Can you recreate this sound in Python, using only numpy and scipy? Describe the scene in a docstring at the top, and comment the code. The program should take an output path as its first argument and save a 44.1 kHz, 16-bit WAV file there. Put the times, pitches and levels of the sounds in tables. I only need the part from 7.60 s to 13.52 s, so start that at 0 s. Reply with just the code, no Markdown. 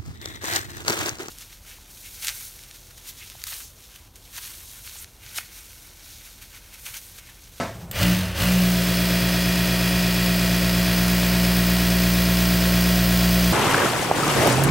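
"""A dull clack dies away over a brief hiss of thread; then an industrial sewing machine clicks in.
Heard from close above its head in a small workshop, it spurts, sags, then runs at about 3600 rpm.
The shaft shakes the table, the linkage clatters and the hook sizzles on every turn; a geared shaft
makes the pattern recur every seven turns. At steady speed the drive's rasp gives way to hum, buzz
and whine. Levels follow the speed, the pull of speeding up and the nearness of the microphone."""
import sys
import numpy as np
from scipy import signal
from scipy.fft import rfft, irfft, next_fast_len
from scipy.io import wavfile
from scipy.ndimage import map_coordinates

SR = 44100
rng = np.random.default_rng(int(sys.argv[2]) if len(sys.argv) > 2 else 0)


def waveform_to_disk(signal):
    """Save audio, clipped to [-1, 1], as 16-bit WAV at the path in sys.argv[1]."""
    frames = np.transpose(np.atleast_2d(signal))
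    scaled = np.clip(frames, -1, 1) * 32767
    samples = np.round(scaled).astype(np.int16)
    wavfile.write(sys.argv[1], SR, samples)


N = 261292
TIME_S = np.arange(N) / SR
FULL_SPEED_HZ, GEAR_CYCLE_TURNS = 59.705, 7

# Main shaft speed. Each row: time in seconds, share of full speed.
SHAFT_SPEED = [(.315, 0), (.38, .6), (.435, 1), (.51, 1.005), (.61, .77), (.69, .55), (.75, .48), (.80, .8),
               (.835, 1.01), (.89, 1.022), (.97, 1.006), (1.15, 1)]
# Microphone nearness, rising overall. Each row: time in seconds, relative level of the shaft's hum in dB.
NEARNESS = [(1.1, -31.5), (1.35, -30.5), (2.17, -31), (3.97, -27), (5.9, -25)]
# Pitched modes of the clack. Each row: frequency in Hz, starting rms level in dB, T60 in seconds.
CLACK_MODES = [(552, -38, 0.45), (687, -31, 0.28), (896, -40, 0.28), (1310, -39, 0.29), (1810, -49, .3)]
# Dense modes of the clack. Each row: frequency in Hz, relative density in dB.
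CLACK_SPECTRUM = [(88, -46), (150, -4.5), (477, -13), (687, -4), (742, -16), (1030, -13), (1200, -17),
                  (1320, -15.5), (1980, -18), (2140, -18), (2450, -23), (6060, -29), (15000, -46)]
# Thread hiss in the guides. Each row: frequency in Hz, relative density in dB.
THREAD_SPECTRUM = [(1500, -2), (3500, -2), (6500, -2), (7500, -8), (8500, -1), (9800, -20), (12300, -3),
                   (13300, -10), (14200, 0), (16000, -15)]
# Workshop background. Each row: frequency in Hz, relative density in dB.
ROOM_SPECTRUM = [(30, -36), (50, -3), (75, -7), (110, 6.5), (147, -10), (180, 3.5), (230, -16.5),
                 (650, -17), (1500, -27), (4000, -37.5), (9000, -35), (16000, -41)]
# Click of the drive. Each row: frequency in Hz, relative density in dB.
CLICK_SPECTRUM = [(400, -25), (1900, -2), (2600, -7), (3800, 1), (6000, -9), (8600, 1), (11000, -14),
                  (14000, 8), (16000, -10)]
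# Rasp of the drive. Each row: frequency in Hz, relative density in dB.
RASP_SPECTRUM = [(1000, -8.5), (1500, -4), (1900, -4), (2300, -9), (2780, -2.5), (3300, -11), (4600, -29),
                 (7000, -38)]
# Machine rumble. Each row: frequency in Hz, relative density in dB.
RUMBLE_SPECTRUM = [(30, -30), (55, -14), (75, 13), (105, -11), (150, 1), (225, -29), (285, 6), (440, -19),
                   (550, 7), (680, 2), (850, -25)]
# Table and stand modes. Each row: frequency in Hz, width in Hz, gain over the direct shake in dB.
TABLE_MODES = [(95.4, 15, 12.5), (181.38, 3.5, 23), (297.3, 3.6, 12)]
# Shaft orders shaking the table. Each row: multiple of shaft rate, relative level at full speed in dB.
SHAKE_ORDERS = [(2, -10), (3, 0), (4, -20), (5, -15), (6, -26), (7, -24.5), (8, -36), (9, -25.5), (10, -25),
                (11, -16.5), (12, -25)]
# Linkage contacts. Each row: angle in turns, half-width in turns, relative clatter and sizzle in dB.
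STROKES = [(.14, 0.1, -1, -14), (.40, 0.05, -11, -1), (.56, 0.12, 5, -2), (.66, 0.045, -1, -15),
           (.77, 0.015, -11, 0), (.90, 0.19, 0, -7)]
# Exactly recurring part of the roughness. Each row: frequency in Hz, share of power.
RECURRING_SHARE = [(500, 0.32), (1100, 0.25), (2200, 0.81), (5000, 0.55), (7500, 0), (10000, 0.05),
                   (14000, .05)]
# Peaks and notches of the cast head. Each row: frequency in Hz, width in Hz, gain in dB.
HEAD_MODES = [(2040, 78, 2), (2690, 130, -2), (3340, 180, 2.5), (5160, 210, -0.5), (4860, 360, -2.5),
              (6090, 270, 7), (7300, 160, 2), (9350, 460, 3), (10300, 450, -3)]
# Broad colour of the casting. Each row: frequency in Hz, relative gain in dB.
CASTING_SPECTRUM = [(240, -24.5), (400, -11), (449, -14.5), (469, -6), (643, -8.5), (846, -13),
                    (909, -12.5), (1200, -11.5), (1890, -9), (2160, -11), (2420, -6.5), (3620, -11),
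                    (5190, -8.5), (5660, -16), (12500, -17), (16200, -29), (22000, -120)]
# Hook and needle bar sizzle. Each row: frequency in Hz, relative density in dB.
SIZZLE_SPECTRUM = [(11000, -14), (12500, -14), (13100, -2), (13900, 1), (14900, -8), (15400, -1.5),
                   (15700, 5.5), (16000, -6.5)]
# Low gear tones. Each row: nominal full-speed frequency in Hz, rms level in dB, dB per dB of nearness.
HUM_TONES = [(68.2, -49, -1.3), (127.9, -40, -1.9), (290, -46.5, -0.23), (375.3, -39.5, 0)]
# Colour of the high shaft orders. Each row: full-speed frequency in Hz, relative level in dB.
BUZZ_SPECTRUM = [(900, 1.5), (1100, -3), (1400, 1.5), (1950, 0.5), (2400, 0), (2650, -11), (3100, -1.5),
                 (4200, -7.5), (4650, -0.5), (5400, 1)]
# Gear and bearing partials.
# Each row: nominal full-speed frequency in Hz, rms level in dB, dB per dB of nearness.
WHINE_TONES = [(1075, -51, 1.8), (1135, -51, -1.1), (1373, -47.5, .5), (1851, -46.5, -.7), (1876, -44, -.7),
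               (1911, -43, .3), (2422, -46, -.4), (2448, -40, -1.0), (2627, -44.5, -1.2), (3343, -45, -1.6),
               (4691, -44.5, .3), (4776, -45, -.7), (5135, -46, -.5), (5254, -46, -.1)]


def from_db(db):
    """Decibels to gain."""
    return 10 ** (np.asarray(db) / 20)


def unit_rms(x):
    """Scale to rms 1."""
    return x / np.sqrt(np.mean(x ** 2) + 1e-20)


def at_hz(spectrum, hz):
    """Read a spectrum on a log-frequency axis."""
    knots_hz, values = np.transpose(spectrum)
    return np.interp(np.log(np.maximum(hz, 1)), np.log(knots_hz), values)


def filtered(x, gain_at):
    """Apply a gain given as a function of Hz."""
    size = next_fast_len(N + SR)
    hz = np.arange(size // 2 + 1) * SR / size
    return irfft(rfft(x, size) * gain_at(hz), size)[:N]


def coloured(x, spectrum):
    """Shape x by a spectrum; rms 1."""
    return unit_rms(filtered(x, lambda hz: from_db(at_hz(spectrum, hz))))


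def noise():
    """White noise."""
    return rng.standard_normal(N)


def drift(rate_hz):
    """Random wander, rms 1, with rate_hz new values a second."""
    knots = rng.standard_normal(1024)
    return unit_rms(np.interp(TIME_S * rate_hz, np.arange(len(knots)), knots))


def sine(cycles):
    """Sine of rms 1, random starting phase."""
    return np.sqrt(2) * np.sin(2 * np.pi * (cycles + rng.random()))


def lagged(x, lag_s):
    """One-pole lag."""
    pole = np.exp(-1 / (lag_s * SR))
    return signal.lfilter([1 - pole], [1, -pole], x)


def knock(spectrum, start_s, level_db, t60_s):
    """Metal knock whose dense modes decay together."""
    age_s = TIME_S - start_s
    envelope = (age_s >= 0) * from_db(level_db - 60 * np.maximum(age_s, 0) / t60_s)
    return envelope * coloured(noise(), spectrum)


def clack():
    """Dull knock on the machine with a few brief ringing tones."""
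    ring = sum(from_db(db - 60 * TIME_S / t60_s) * sine(hz * TIME_S) for hz, db, t60_s in CLACK_MODES)
    return ring + knock(CLACK_SPECTRUM, start_s=0, level_db=-23.5, t60_s=.39)


def thread_hiss(end_s=.25, t60_s=.11, flutter_db=2.5):
    """Thread drawn through the guides hisses unevenly until the hand lets go."""
    release_db = -60 * np.maximum(TIME_S - end_s, 0) / t60_s
    return from_db(-50 + release_db + flutter_db * drift(32)) * coloured(noise(), THREAD_SPECTRUM)


def room_tone():
    """Steady, mostly low workshop background."""
    return from_db(-37.5) * coloured(noise(), ROOM_SPECTRUM)


def with_walls(x, t60_s=.22, wet_db=-7, gap_s=.004):
    """Close walls add a short dense tail."""
    age_s = TIME_S[:SR // 2]
    tail = rng.standard_normal(len(age_s)) * from_db(-60 * age_s / t60_s) * (age_s > gap_s)
    return x + from_db(wet_db) * signal.fftconvolve(x, tail / np.linalg.norm(tail))[:N]


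def drive_click():
    """The drive engages with a short bright knock."""
    return knock(CLICK_SPECTRUM, start_s=.3125, level_db=-23.5, t60_s=.026)


def drive_rasp(speed, pull, settled):
    """The drive rasps while pulling up to speed and fades as it settles."""
    envelope = from_db(-47) * pull + from_db(-36) * np.sqrt(speed) * (1 - settled)
    return envelope * coloured(noise(), RASP_SPECTRUM)


def rumble(speed, pull):
    """Low noise that grows with speed and pull."""
    return (from_db(-40) * np.sqrt(speed) + from_db(-53) * pull) * coloured(noise(), RUMBLE_SPECTRUM)


def table_response(hz):
    """Complex gain: direct shake plus the table's modes."""
    return 1 + sum(from_db(db) / (1 + 2j * (hz - mode_hz) / width_hz)
                   for mode_hz, width_hz, db in TABLE_MODES)


def table_drone(turns, speed, pull, steady, near_db, jolt_db=1.1, waver_db=.24):
    """Shaft orders shake the ringing table; the pull jolts the low ones, the rest need steady speed."""
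    force = 0
    for order, db in SHAKE_ORDERS:
        gain = from_db(db + waver_db * drift(8.2)) / np.abs(table_response(order * FULL_SPEED_HZ))
        drive = from_db(jolt_db * pull) if order <= 5 else steady
        force = force + gain * drive * sine(order * turns)
    return from_db(-22 + .47 * near_db) * filtered(force * speed ** 1.1, table_response)


def roughness(turns, period_turns):
    """Grain of metal faces that come round every period_turns."""
    grain = rng.standard_normal(int(period_turns * SR / FULL_SPEED_HZ))
    position = turns / period_turns % 1 * len(grain)
    return unit_rms(map_coordinates(grain, [position], order=3, mode="grid-wrap"))


def contact_force(turns, layer, sliding_db, spread_db):
    """Steady sliding plus each turn's strokes, no two equally hard."""
    power = from_db(sliding_db) ** 2
    for angle_turns, width_turns, clatter_db, sizzle_db in STROKES:
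        stroke_db = clatter_db if layer == "clatter" else sizzle_db
        strengths = from_db(stroke_db + spread_db * rng.standard_normal(512))
        turn, phase = np.divmod(turns - angle_turns + .5, 1)
        pulse = np.exp(-((phase - .5) / width_turns) ** 2)
        power = power + strengths[turn.astype(int)] ** 2 * pulse
    return np.sqrt(power)


def head_response(hz):
    """Gain of the cast head's peaks and notches."""
    return from_db(sum(db / (1 + (2 * (hz - mode_hz) / width_hz) ** 2)
                       for mode_hz, width_hz, db in HEAD_MODES))


def linkage_clatter(turns, load, near_db, shaft_share=.025):
    """Contacts ride over recurring roughness and loose play, and sound through the cast head."""
    shaft = np.sqrt(shaft_share) * roughness(turns, 1)
    gear = np.sqrt(1 - shaft_share) * roughness(turns, GEAR_CYCLE_TURNS)
    recurring = filtered(shaft + gear, lambda hz: np.sqrt(at_hz(RECURRING_SHARE, hz)))
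    play = filtered(noise(), lambda hz: np.sqrt(1 - at_hz(RECURRING_SHARE, hz)))
    contacts = (recurring + play) * contact_force(turns, "clatter", sliding_db=2.5, spread_db=1.9)
    head = coloured(filtered(contacts, head_response), CASTING_SPECTRUM)
    return from_db(-28.5 + .2 * near_db) * load ** 2.03 * head


def hook_sizzle(turns, load, near_db):
    """Small steel parts of the hook and needle bar spit bright bursts every turn."""
    bursts = noise() * contact_force(turns, "sizzle", sliding_db=-7, spread_db=1.5)
    return from_db(-33 + .74 * near_db) * load ** 2.9 * coloured(bursts, SIZZLE_SPECTRUM)


def shaft_unbalance(turns, speed, pull, near_db, jolt_db=1):
    """Unbalance hums at the shaft rate, growing steeply with speed."""
    return from_db(-29.5 + near_db + jolt_db * pull) * speed ** 5 * sine(turns)


def gear_tones(turns, tones, near_db, waver_db):
    """Partials locked to the gear cycle; each swells or fades as the microphone crosses its field."""
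    total = 0
    for hz, db, near_slope in tones:
        order = np.round(hz / FULL_SPEED_HZ * GEAR_CYCLE_TURNS) / GEAR_CYCLE_TURNS
        total = total + from_db(db + near_slope * near_db + waver_db * drift(2.64)) * sine(order * turns)
    return total


def shaft_buzz(turns, near_db, waver_db=1.5):
    """High shaft orders between the whine partials, each wandering in level."""
    whine_orders = np.round(np.array(WHINE_TONES)[:, 0] / FULL_SPEED_HZ)
    total = 0
    for order in np.setdiff1d(np.arange(15, 91), whine_orders):
        colour_db = at_hz(BUZZ_SPECTRUM, order * FULL_SPEED_HZ)
        total = total + from_db(colour_db + waver_db * drift(1.3)) * sine(order * turns)
    return from_db(-51.5 - .14 * near_db) * total


def scene(load_lead_s=.031):
    """Machine and room, alike in both channels."""
    speed = np.interp(TIME_S, *np.transpose(SHAFT_SPEED))
    turns = np.cumsum(speed * (1 + .00021 * drift(8))) * FULL_SPEED_HZ / SR
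    near_db = np.interp(TIME_S, *np.transpose(NEARNESS))
    near_db -= near_db.mean()
    # Speeding up loads the linkage and jolts the stand.
    speedup_per_s = np.maximum(np.gradient(speed) * SR, 0)
    load = speed + load_lead_s * lagged(speedup_per_s, lag_s=.004)
    pull = speed ** 2 * lagged(speedup_per_s, lag_s=.071)
    # At full speed these near 1 in turn: hum, buzz, whine.
    steady = lagged(speed ** 8, lag_s=.12)
    settled = lagged(steady, lag_s=.08) ** 3
    singing = lagged(steady, lag_s=.19) ** 3

    rasp = drive_rasp(speed, pull, settled)
    hum = steady * gear_tones(turns, HUM_TONES, near_db, waver_db=.4)
    whine = singing * gear_tones(turns, WHINE_TONES, near_db, waver_db=.6)
    buzz = settled * shaft_buzz(turns, near_db)
    low = rumble(speed, pull) + shaft_unbalance(turns, speed, pull, near_db)
    drone = table_drone(turns, speed, pull, steady, near_db)
    contacts = linkage_clatter(turns, load, near_db) + hook_sizzle(turns, load, near_db)
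    metal = with_walls(clack() + drive_click() + rasp + contacts)
    mono = metal + low + drone + hum + buzz + whine + room_tone() + thread_hiss()
    return np.array([mono, mono])


def record(dry, cutoff_hz=15800):
    """Steep elliptic low-pass."""
    return signal.sosfilt(signal.ellip(12, .1, 80, cutoff_hz, fs=SR, output="sos"), dry)


dry = scene()
out = record(dry)
waveform_to_disk(out)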